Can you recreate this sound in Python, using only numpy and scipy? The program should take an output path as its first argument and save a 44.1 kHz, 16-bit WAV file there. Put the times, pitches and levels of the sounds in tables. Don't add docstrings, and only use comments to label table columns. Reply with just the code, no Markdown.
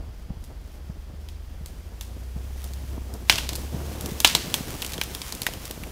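import sys
import numpy as np
from scipy import signal
from scipy.fft import rfft, irfft, next_fast_len
from scipy.io import wavfile
from scipy.ndimage import uniform_filter1d

SR = 44100
rng = np.random.default_rng(int(sys.argv[2]) if len(sys.argv) > 2 else 0)


def put_to_file(sound):
    columns = np.atleast_2d(sound).T
    safe = np.clip(columns, -1, 1)
    whole_steps = np.round(safe * 32767)
    wavfile.write(sys.argv[1], SR, whole_steps.astype(np.int16))


N = 260631
TIME = np.arange(N) / SR


# start in seconds, level in dB, ring pitch in Hz, splinter hiss in
# relative dB. snap() trims each part from these levels.
BRANCH_SNAPS = [(0.4407, -56.5, 4110, 10), (1.2873, -42.5, 3460, -4.5), (1.66, -42.5, 4260, 4.5),
                (2.0107, -36, 3726, 1.5), (2.642, -47.5, 3900, 11), (2.7356, -43, 4780, 2),
                (3.1393, -49.5, 5680, 11.5), (3.2967, -7, 2997, -9), (3.3248, -24, 3450, -6),
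                (3.357, -27.5, 3970, -4), (3.3817, -24, 3060, -6), (3.385, -24.5, 3220, -8),
                (3.491, -25, 4870, -3), (3.532, -34.5, 4350, 1), (3.5542, -31, 5100, 1),
                (3.56, -46, 5490, 16), (4.01, -42, 3760, 11), (4.06, -37.5, 3730, 8),
                (4.2029, -24.5, 3680, 4), (4.2466, -3, 3337, -7.5), (4.2747, -19, 4560, -4),
                (4.3505, -11.5, 4180, -7), (4.5412, -17, 3320, -1), (4.8205, -29.5, 3860, 1),
                (4.8246, -27.5, 2910, -6), (4.8473, -31, 3180, 2), (4.8643, -36, 4050, 6),
                (4.9216, -37, 4540, 1), (4.9346, -33.5, 3450, 1), (4.9403, -33.5, 3900, -3),
                (4.98, -31.5, 3230, -6), (5.0138, -19.5, 3000, -6.5), (5.0363, -41, 3950, 11),
                (5.1494, -30.5, 3470, 1), (5.2172, -29.5, 4840, -4), (5.324, -29, 4480, -2),
                (5.3506, -46, 4710, 13.5), (5.4186, -26.5, 4600, 1), (5.4322, -34, 5630, -2),
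                (5.4663, -18, 1996, -5), (5.5366, -35.5, 3100, 0.5), (5.6544, -38.5, 5390, 4.5),
                (5.7105, -36, 3580, 6.5), (5.836, -35.5, 2510, -5)]

def branches():
    out = np.zeros(N)
    for start_s, db, ring_hz, hiss_db in BRANCH_SNAPS:
        tear_s = 0.002 * 2 ** ((db + 30) / 46)
        knock_db = -10 - np.log2(ring_hz / 3500)
        echo_db = -14 - 2 * start_s
        add(out, start_s, snap(db, ring_hz, knock_db, hiss_db, tear_s, echo_db))
    return out


# multiple of the ring pitch, width as a share of frequency, level in dB.
BRANCH_MODES = [(0.52, 0.17, -4), (0.69, 0.26, -4.5), (0.98, 0.23, 2.5), (1.39, 0.17, -3),
                (1.85, 0.24, -5.5)]
# frequency in Hz, width as a share of it, level in dB.
LIMB_MODES = [(302, 2.1, -4.5), (601, 0.49, 2), (967, 0.19, 2)]

def snap(db, ring_hz, knock_db, hiss_db, tear_s, echo_db, recoil=22):
    t = np.arange(SR * 3 // 5) / SR
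    clicks = np.array([tear(t, tear_s, first_click=7), grains(len(t), per_s=3500)])
    ring = modes(clicks, BRANCH_MODES, ring_hz)
    ring[1] += resonate(grains(len(t), per_s=3000), hz=3400, width_share=1.94)
    ring = cut(cut(ring, 1020, "high", order=3), 6740, "low")
    clicks[0, SR // 1000] += recoil
    knock = cut(modes(clicks, LIMB_MODES), 2550, "low")
    fine_clicks = np.array([tear(t, tear_s, first_click=7.3), grains(len(t), per_s=3200)])
    splinters = cut(cut(fine_clicks, 4900, "high"), 12500, "low", order=1)
    parts = [(ring, 1, -1, 0.66), (knock, knock_db, -3.5, 0.7), (splinters, hiss_db + 0.6, -0.2, 0.62)]
    out = np.zeros(len(t))
    for (direct, swarm), part_db, echo_trim_db, t60_s in parts:
        echoes = undb(db + echo_db + echo_trim_db) * unit(swarm) * trunk_echo_envelope(t, t60_s)
        out += undb(part_db) * (set_burst_level(direct, db) + echoes)
    return out


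def tear(t, tear_s, first_click, rattle_db=-19, rattle_s=0.0024):
    avalanche = np.exp(-(t / tear_s) ** 0.66)
    rattle = undb(rattle_db) * np.exp(-t / rattle_s)
    fibres = unit(grains(len(t), per_s=12000, spread_db=0)) * (avalanche + rattle)
    fibres[0] = first_click
    return fibres + 1e-18


def modes(x, table, scale=1):
    return sum((-1) ** k * undb(db) * resonate(x, scale * frequency, width_share)
               for k, (frequency, width_share, db) in enumerate(table))


def trunk_echo_envelope(t, t60_s, rise_s=0.0018, near_db=3, near_s=0.019):
    near = undb(near_db) * np.exp(-t / near_s)
    far = undb(-60 * t / t60_s)
    return (1 - np.exp(-t / rise_s)) * (far + near)


# time in seconds, crank speed in Hz.
CRANK_SPEED = [(0, 25.13), (0.8, 23.25), (1.25, 24.88), (1.78, 25.85), (2.4, 32.3), (2.7, 33.48),
               (2.95, 33.16), (3.33, 29.47), (3.76, 36.46), (4, 35.93), (4.3, 32.2), (4.72, 21.6),
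               (5.15, 21.6), (5.52, 27.26), (5.9, 29.5)]
# multiple of crank speed, relative level in dB at the opening speed
# before the exhaust pipe, dB gained per octave of revs, flutter from 0 to 1.
ENGINE_ORDERS = [(1.5, -8.5, 0, 0.93), (2, -0.5, 3, 0.05), (2.5, -19.5, -4, 0.63), (3, -5, 3.5, 0.26),
                 (4, -16, 4, 0.63)]

def engine(gain_db=-34, pipe_hz=67.7, pipe_q=4, away_s=4.05, away_fade_s=0.24, away_db=-5.5):
    crank_hz, = curves(CRANK_SPEED)
    wobble = (25 / crank_hz) ** 2
    crank_rad = 2 * np.pi * np.cumsum(crank_hz) / SR + 0.037 * wobble * drift(25)
    revs_octaves = np.log2(crank_hz / crank_hz[0])
    tone = 0
    for order, db, db_per_octave, flutter in ENGINE_ORDERS:
        ratio = order * crank_hz / pipe_hz
        pipe_gain = 1 / np.hypot(1, pipe_q * (ratio - 1 / ratio))
        uneven = 1 + flutter * wobble * drift(13)
        tone += pipe_gain * undb(db + db_per_octave * revs_octaves) * uneven * np.sin(order * crank_rad)
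    away = (1 + np.tanh((TIME - away_s) / away_fade_s)) / 2
    return np.sqrt(2) * undb(gain_db + away_db * away) * tone


# start in seconds, peak level in dB, pitch in Hz.
DULL_THUDS = [(0.089, -27.5, 62), (0.303, -21, 137), (0.367, -32, 125), (0.896, -22.5, 136),
              (1.135, -33, 150), (1.609, -29.5, 146), (2.163, -32.5, 206.6), (2.361, -22.5, 148),
              (2.976, -23, 267), (3.744, -18, 139), (4.117, -19, 145.8), (4.477, -24, 173.5),
              (4.605, -22, 195.4), (4.752, -25, 242), (4.983, -27, 300), (5.484, -24, 655),
              (5.536, -35, 480), (5.704, -26.5, 380), (5.827, -27.5, 163)]

def thuds(swell_cycles=0.48, grit_s=0.0073):
    out = np.zeros(N)
    t = np.arange(SR // 10) / SR
    for start_s, db, hz in DULL_THUDS:
        cycles = (t - 0.0145) * hz
        push = np.cos(2 * np.pi * cycles) * np.exp(-(cycles / swell_cycles) ** 2)
        grit_band = cut(cut(rng.standard_normal(len(t)), 750, "low", order=3), 250, "high")
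        grit = unit(grit_band) * np.exp(-np.abs(t - 0.014) / grit_s)
        grit_db = np.interp(hz, [150, 260], [-23.5, -15.5])
        add(out, start_s - 0.01, undb(db) * (push + undb(grit_db) * grit))
    return out


# time in seconds, tyre crunch in dB, twig scrape
# in dB, both before trim_db.
HAUL_LEVELS = [(0, -51.5, -60), (1.4, -53, -58), (2.2, -49.5, -54.5), (2.7, -47.5, -49.5),
               (3.05, -43.5, -52), (3.45, -40, -47.5), (3.95, -39, -43), (4.72, -40, -42), (5.3, -45, -42),
               (5.9, -44.5, -45)]
# frequency in Hz, relative spectral density in dB.
CRUNCH_SPECTRUM = [(60, -3), (110, 2), (200, -1.5), (330, -4.5), (480, -7.5), (700, -11), (1000, -17.5),
                   (1500, -24.5), (3000, -40), (8000, -55)]

def tyres(trim_db=1.5):
    crunch_db, _ = curves(HAUL_LEVELS)
    collapses = unit(grains(N, per_s=1300)) + 0.74 * rng.standard_normal(N)
    return colour(collapses * undb(2.23 * drift(60)), CRUNCH_SPECTRUM) * undb(crunch_db + trim_db)


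# frequency in Hz, relative spectral density in dB.
SCRAPE_SPECTRUM = [(400, -5), (1000, 2), (1900, 1), (3100, 1.5), (4300, -1.5), (6000, 0), (8000, -3),
                   (11000, -3), (15000, -4)]

def twigs(trim_db=-1.5, waver_db=0.6, cluster_db=4):
    _, scrape_db = curves(HAUL_LEVELS)
    sweep = colour(rng.standard_normal(N), SCRAPE_SPECTRUM) * undb(waver_db * drift(25))
    ticks = colour(grains(N, per_s=790) * undb(cluster_db * drift(18)), SCRAPE_SPECTRUM)
    drag = undb(0.65 * (scrape_db - scrape_db.max()))
    breaks = colour(grains(N, per_s=27, spread_db=2), SCRAPE_SPECTRUM) * drag
    return (sweep + undb(-4) * ticks + undb(-13) * breaks) * undb(scrape_db + trim_db)


# frequency in Hz, relative spectral density in dB.
WIND_SPECTRUM = [(12, -33), (25, 0), (42, -4), (70, -2), (110, -19.5), (200, -22.5), (500, -61)]

def wind(start_db=-41, db_per_s=-1.16):
    rumble = colour(rng.standard_normal(N), WIND_SPECTRUM)
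    return rumble * undb(start_db + db_per_s * TIME + 1.1 * drift(12))


# frequency in Hz, relative spectral density in dB.
FAN_SPECTRUM = [(150, 4), (300, 0), (800, -5.5), (1300, -7), (1900, -8.5), (2900, -12.5), (3300, -8.5),
                (3700, -15), (4300, -13.5), (4800, -10.5), (6500, -23), (15000, -40)]

def fan(level_db=-56.5):
    return colour(rng.standard_normal(N), FAN_SPECTRUM) * undb(level_db + 0.31 * drift(7.14))


def undb(db):
    return 10 ** (np.asarray(db) / 20)


def unit(x):
    return x / np.sqrt(np.mean(x ** 2) + 1e-18)


def curves(table):
    times_s, *columns = np.transpose(table)
    return [np.interp(TIME, times_s, column) for column in columns]


def drift(rate_hz):
    hold = int(SR / rate_hz)
    steps = np.repeat(rng.standard_normal(N // hold + 1), hold)
    return 1.68 * uniform_filter1d(uniform_filter1d(steps, hold), hold)[:N]


def colour(x, spectrum):
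    hz, db = np.transpose(spectrum)
    size = next_fast_len(len(x))
    bin_hz = np.maximum(np.fft.rfftfreq(size, 1 / SR), 1)
    gain = undb(np.interp(np.log(bin_hz), np.log(hz), db)) * np.minimum(bin_hz / hz[0], 1) ** 2
    return unit(irfft(rfft(x, size) * gain, size)[:len(x)])


def resonate(x, hz, width_share):
    return signal.lfilter(*signal.iirpeak(hz, 1 / width_share, fs=SR), x)


def cut(x, hz, kind, order=2):
    return signal.sosfilt(signal.butter(order, hz, kind, fs=SR, output="sos"), x)


def grains(samples, per_s, spread_db=3):
    sizes = undb(spread_db * np.minimum(rng.exponential(size=samples), 5))
    return (rng.random(samples) < per_s / SR) * rng.choice([-1, 1], samples) * sizes


def add(track, start_s, sound):
    i = int(start_s * SR)
    track[i:i + len(sound)] += sound[:len(track) - i]


def set_burst_level(x, db):
    return x * undb(db) / np.sqrt(uniform_filter1d(x ** 2, size=132, mode="constant").max())


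def scene():
    return (engine() + fan() + wind() + tyres() + thuds() + twigs() + branches())[None]


def record(dry):
    clipped = np.clip(dry, -1, 1)
    return signal.sosfilt(signal.ellip(8, 0.2, 70, 15500, fs=SR, output="sos"), clipped)


dry = scene()
out = record(dry)
put_to_file(out)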